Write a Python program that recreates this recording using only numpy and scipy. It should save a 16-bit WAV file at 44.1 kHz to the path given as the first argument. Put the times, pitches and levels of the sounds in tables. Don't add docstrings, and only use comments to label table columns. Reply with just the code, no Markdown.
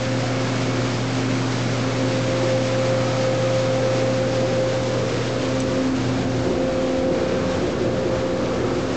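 import sys
import numpy as np
from scipy import signal
from scipy.fft import rfft, irfft
from scipy.io import wavfile
from scipy.ndimage import uniform_filter1d

SR = 44100
rng = np.random.default_rng(int(sys.argv[2]) if len(sys.argv) > 2 else 0)


def master(y):
    cut = np.clip(np.atleast_2d(y).T, -1, 1)
    pcm = np.round(cut * 32767)
    wavfile.write(sys.argv[1], SR, pcm.astype(np.int16))


def makeup_ratio(level_db):
    decades = np.asarray(level_db, float) / 20
    return 10 ** decades


N = 395136
T = np.arange(N) / SR

FIRING_HZ = 60.225
CAMERA_RATE_HZ = 16000
TAIL_PASSES_S = (4.85, 6.5)

# [centre_s, change_db]
LULLS = [(.1, -1.5), (5.645, -3), (5.92, -2.5), (6.28, -1.5), (6.58, -2.5), (7.08, -2.5), (7.54, 1.5),
         (7.9, -3), (8.08, -1.5), (8.17, 1.5), (8.36, -1)]
# [start_s, peak_db]
PEBBLE_HITS = [
    (5.5965, -28),
    (5.6033, -17),
    (5.6052, -24.5),
    (5.6092, -24),
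    (5.613, -30.5),
]
# [pitch_hz, level_db, t60_s]
PANEL_MODES = [(2400, -5, .015), (5100, -10.5, .008), (5970, -2.5, 0.019), (6440, -1.5, .014),
               (7000, -3, .006), (7770, 8.5, 0.009)]

# [time_s, level_db]
HUM_LEVEL = [(0, -27), (3.2, -26.5), (4.2, -27.5), (4.5, -29), (5.25, -28.5), (5.45, -31), (6.2, -29.5),
             (6.45, -32), (6.75, -42), (7.45, -44), (7.8, -33.5), (8.4, -36.5), (8.96, -33.5)]
# [multiple of the four-stroke cycle, beside_db, behind_db]
ENGINE_ORDERS = [(4, -56.5, -48), (9, -51, -49), (11, -43.5, -55.5), (12, -46.5, -38.5), (15, -46, -57),
                 (16, -53.5, -42.5), (20, -49.5, -41.5), (24, -45, -46)]
# [pitch_hz, density_db per Hz]
BLOCK_COLOUR = [(850, -26.5), (1020, -1), (1150, -4.5), (1260, -1.5), (1450, -5), (1600, -4.5),
                (1850, -9.5), (2300, -29.5)]
# [pitch_hz, density_db per Hz]
SUMP_COLOUR = [(1190, -30), (1250, 5), (1335, -1), (1380, -28.5)]
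BLOCK_LEVEL = (-48, -50.5, (.8, 1.8, 6))
SUMP_LEVEL = (-53.5, -53.5, (2.95, .3, 11), (3.5, .45, 12), (5.1, .25, 6), (8.6, .35, 8))

# [pitch_hz, density_db per Hz]
RUMBLE_COLOUR = [(20, -19.5), (35, -19.5), (50, -7), (75, -2.5), (100, 0), (140, -24)]
# [pitch_hz, density_db per Hz]
BOOM_COLOUR = [(80, -15.5), (130, -2.5), (180, -0.5), (240, 0.5), (330, -14.5)]
# [pitch_hz, density_db per Hz]
ROAR_COLOUR = [(200, -15), (280, -3), (330, -0.5), (430, -3), (560, -5), (750, -18.5), (1000, -32.5)]
# [pitch_hz, density_db per Hz]
RUSH_COLOUR = [(400, -10), (600, 2.5), (760, -2), (950, -2.5), (1300, -3.5), (1700, -8), (2500, -31)]
RUMBLE_LEVEL = (-43.5, -37, (4.3, .25, 2), (5.3, .4, 4), (6.1, .25, 3), (6.95, .3, -2.5), (8.1, .15, 3))
BOOM_LEVEL = (-32.5, -32.5, (0.97, 0.44, 2.5), (5.2, 0.18, 1.7), (6.3, .3, 1.9), (7.6, .5, 2.5))
ROAR_LEVEL = (-31, -28.5, (2.35, .7, 3), (4.3, 1.0, 3), (5.4, .15, 2.5), (6.0, 0.27, -1.8), (7.25, .15, 2),
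              (7.85, .35, 2.5), (9.3, .2, 1.5))
RUSH_LEVEL = (-34, -35, (.1, .3, -1.6), (4.7, .4, -1.8), (5.45, .2, -1), (6.7, .55, -2.5))
DUCT_LEVELS = [
    (-36, -30.5, (.75, .25, 5), (2.45, 0.084, 6), (3.1, .12, 4), (4.4, .5, 2.7), (6.0, 0.41, -2), (6.5, .08, 3.4), (6.7, .08, -5), (7.15, .1, 2.2), (8.35, .15, -2), (8.7, 0.11, 2.5)),
    (-39, -33, (.65, .15, -3), (4.23, 1.0, 5.5), (5.15, .3, 5.5), (5.75, .15, -2), (6.2, 0.24, -5)),
    (-43, -43, (.3, 0.76, 7), (3.32, 1.2, 7.3), (6.5, .9, 7.6)),
    (-45.5, -46, (7.5, .3, 4), (8.45, .3, 5)),
    (-44.5, -53, (.5, .3, 2), (4.7, .7, -2.5)),
]
# [pitch_hz, width_hz, share_db]
DUCT_MODES = [(357.4, 24, -2), (468, 26, -3), (698, 98, -4.5), (1131, 27, -6.5), (2195, 69, -5.5)]

# [time_s, pitch_hz]
BLADE_RATE = [(0, 262.05), (1, 262.05), (2, 262.25), (4, 262.2), (5.6, 262.0), (6.5, 261.6), (8.96, 261.55)]
# [time_s, level_db]
FIRST_TONE = [(0, -32), (.5, -29), (.8, -31), (1.3, -28), (1.7, -30.5), (2.2, -29), (3.4, -35),
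              (4.4, -32.5), (5.05, -43), (5.4, -30), (5.87, -24.5), (6.5, -28.5), (7.0, -28), (7.3, -37),
              (7.5, -29.5), (7.75, -43.5), (8.3, -36), (8.96, -29)]
# [time_s, level_db]
SECOND_TONE = [(0, -29.5), (.35, -33), (.95, -34.5), (1.15, -45.5), (1.5, -45), (2.0, -29), (2.6, -24),
               (3.4, -22.5), (4.8, -24.5), (5.2, -34.5), (5.55, -28), (5.8, -28.5), (6.0, -44.5),
               (6.3, -32.5), (6.9, -24), (7.75, -29.5), (8.3, -26), (8.96, -37.5)]
# [centre_s, half_length_s, change_db]
DROP_OUTS = [
    (3.13, .1, -4),
    (7.7, .1, -7),
]
THIRD_LEVEL = (-53.5, -54, (3.2, .4, 9), (4.1, .45, 13), (4.9, .3, 6.3), (6.4, .35, 7.2), (7.4, .35, 7))
SIXTH_LEVEL = (-64, -60, (7.55, .5, 8))

# [time_s, level_db]
BRUSH_LEVEL = [(0, -33.5), (1.3, -33.5), (2.3, -33), (3.5, -34), (4.7, -35.5), (5.2, -34.5), (5.85, -34.5),
               (6.2, -36.5), (6.9, -37.5), (7.2, -37), (7.52, -36), (7.8, -38), (8.25, -38), (8.7, -38),
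               (8.96, -37)]
# [pitch_hz, density_db per Hz]
BRISTLE_COLOUR = [(900, -27), (1400, -3), (1800, -1), (2200, 0), (2800, -2.5), (4000, -4.5), (5000, -6),
                  (6300, -9), (7200, -10), (9500, -6.5)]
BRUSH_TREBLE = (1.2, .2, (7.5, .7, -1))

# [pitch_hz, gain_db]
CAMERA_TREBLE = [(10, 0), (6800, 0), (7500, -3.5), (8000, -10.5), (8400, -17), (8700, -25), (8950, -36),
                 (9170, -54), (9600, -80)]


def curve(table):
    time_s, value = np.transpose(table)
    return np.interp(T, time_s, value)


def unit(x):
    return x / np.sqrt(np.mean(x ** 2))


def walk(rate):
    hold = int(SR / rate)
    steps = np.repeat(rng.standard_normal(N // hold + 1), hold)
    slewed = uniform_filter1d(uniform_filter1d(steps, hold), hold)
    return unit(slewed[:N])


def sway(rate):
    x = walk(rate)
    return unit(x - uniform_filter1d(x, int(5 * SR / rate)))


def passing(beside_db, behind_db, *swells):
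    db = np.interp(T, TAIL_PASSES_S, (beside_db, behind_db))
    return db + sum(g * np.exp(-((T - s) / half) ** 2) for s, half, g in swells)


def frequencies():
    return np.maximum(np.fft.rfftfreq(N, 1 / SR), 1)


def colour(x, points):
    hz, db = np.transpose(points)
    gain_db = np.interp(np.log(frequencies()), np.log(hz), db, left=-90, right=-90)
    return irfft(rfft(x) * makeup_ratio(gain_db), N)


def patchy(x, points, patchy_db, rate):
    spectrum = rfft(colour(x, points))
    low_hz, high_hz = points[0][0], points[-1][0]
    place = 2 * np.log2(frequencies() / low_hz)
    out = np.zeros(N)
    for b in range(int(2 * np.log2(high_hz / low_hz)) + 2):
        band = irfft(spectrum * np.clip(1 - abs(place - b), 0, 1), N)
        out += makeup_ratio(patchy_db * sway(rate)) * band
    return unit(out)


def tone(phase, db, waver_db, rate):
    level = np.sqrt(2) * makeup_ratio(db + waver_db * sway(rate))
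    return level * np.sin(phase + 2 * np.pi * rng.random())


def gusts():
    lull_half_s = 0.046
    lulls_db = passing(0, 0, *((s, lull_half_s, db) for s, db in LULLS))
    return 0.25 * sway(12.0) + lulls_db


def pebbles():
    out = np.zeros(N)
    t = T[:SR // 20]
    for start_s, peak_db in PEBBLE_HITS:
        ring = np.zeros(len(t))
        for hz, level_db, t60 in PANEL_MODES:
            decay = np.exp(-np.log(1000) * t / t60)
            ring += makeup_ratio(level_db + 1.5 * rng.standard_normal()) * np.sin(2 * np.pi * hz * t) * decay
        start = int(start_s * SR)
        out[start:start + len(t)] += makeup_ratio(peak_db - 11.0) * ring
    return out


def engine():
    cycle = 2 * np.pi * FIRING_HZ / 4 * T
    hum = tone(8 * cycle, curve(HUM_LEVEL), np.interp(T, TAIL_PASSES_S, (.4, 3.0)), 9.0)
    weak = sum(tone(round(k) * cycle, passing(beside_db, behind_db), 1.3, 3.0)
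               for k, beside_db, behind_db in ENGINE_ORDERS)
    count = int(N / SR * FIRING_HZ)
    firing_s = np.arange(count) / FIRING_HZ + 4.5e-5 * rng.standard_normal(count)
    firings = np.zeros(N)
    firings[np.clip(firing_s * SR, 0, N - 1).astype(int)] = makeup_ratio(2.0 * rng.standard_normal(count))
    smear = signal.chirp(T[:SR // 60], 700, 1 / 60, 2400) * signal.windows.tukey(SR // 60, .2)
    knock = signal.fftconvolve(firings, smear)[:N]
    block = makeup_ratio(passing(*BLOCK_LEVEL)) * unit(colour(knock, BLOCK_COLOUR))
    rough = unit(firings) + rng.standard_normal(N)
    sump = makeup_ratio(passing(*SUMP_LEVEL)) * unit(colour(rough, SUMP_COLOUR))
    return hum + weak + block + sump


def turbulence(points, patchy_db, rate):
    return patchy(rng.standard_normal(N), points, patchy_db, rate)


def ducts():
    out = np.zeros(N)
    for level, (hz, width_hz, share_db) in zip(DUCT_LEVELS, DUCT_MODES):
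        db = passing(*level)
        ring = signal.lfilter(*signal.iirpeak(hz, hz / width_hz, fs=SR), rng.standard_normal(N))
        swell_db = 0.78 * (db - db.mean())
        out += makeup_ratio(db + swell_db + share_db + 0.96 * sway(9.0)) * unit(ring)
    return out


def air(gust_db):
    surge_db = 0.92 * sway(6.0)
    roar_db = passing(*ROAR_LEVEL) - 2.0 + surge_db + 0.25 * gust_db
    rush_db = passing(*RUSH_LEVEL) + 1.23 + 1.1 * gust_db
    rumble = makeup_ratio(passing(*RUMBLE_LEVEL)) * turbulence(RUMBLE_COLOUR, 0.74, 3.0)
    boom = makeup_ratio(passing(*BOOM_LEVEL) - .7 + surge_db) * turbulence(BOOM_COLOUR, 0.36, 2.8)
    roar = makeup_ratio(roar_db) * turbulence(ROAR_COLOUR, 0.56, 6.2)
    rush = makeup_ratio(rush_db) * turbulence(RUSH_COLOUR, 0.72, 5.0)
    return rumble + boom + roar + rush + ducts()


def blower():
    sway_db, sway_rate = 0.74, 10.0
    first_db = curve(FIRST_TONE) + 1.6 * sway_db * sway(sway_rate)
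    second_db = curve(SECOND_TONE) + passing(0, 0, *DROP_OUTS) + sway_db * sway(sway_rate)
    blade = 2 * np.pi * np.cumsum(curve(BLADE_RATE)) / SR + 0.11 * walk(15.0)
    first = tone(blade, first_db, 1.0, 22.0)
    second = tone(2 * blade, second_db, 0.87, 22.0)
    third = tone(3 * blade, passing(*THIRD_LEVEL) - .7, 2.5, 16.0)
    sixth = tone(6 * blade, passing(*SIXTH_LEVEL), 2.0, 8.0)
    return first + second + third + sixth


def brush(gust_db):
    throb_hz, throb_db, throb_start_s = 5.37, .75, .057
    ticks = rng.standard_normal(N) * makeup_ratio(1.6 * rng.exponential(size=N)) * makeup_ratio(0.5 * walk(45.0))
    hiss = patchy(ticks, BRISTLE_COLOUR, 0.34, 6.5)
    treble = colour(hiss, [(10, -60), (2500, -28.5), (5000, -1), (22050, -0.5)])
    treble_gain = makeup_ratio(passing(*BRUSH_TREBLE)) - 1
    depth_db = throb_db * np.interp(T, TAIL_PASSES_S, (1, .4))
    throb = makeup_ratio(depth_db * np.cos(2 * np.pi * throb_hz * (T - throb_start_s)))
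    return makeup_ratio(curve(BRUSH_LEVEL) + gust_db + 0.32) * throb * (hiss + treble_gain * treble)


def scene():
    gust_db = gusts()
    return (pebbles() + engine() + air(gust_db) + blower() + brush(gust_db))[None]


def band_limit(x):
    return signal.sosfilt(signal.butter(12, 9170, fs=SR, output="sos"), x)


def record(dry):
    soft = np.tanh(2.46 * dry) / 2.305
    soft = soft - .22 * (soft ** 2 - np.mean(soft ** 2))
    sampled = colour(soft, [(1, 0), (CAMERA_RATE_HZ / 2, 0)])
    imaged = sampled * (1 + 2 * np.cos(2 * np.pi * CAMERA_RATE_HZ * T))
    offset = .0095
    return band_limit(colour(imaged, CAMERA_TREBLE) + offset)


dry = scene()
out = record(dry)
master(out)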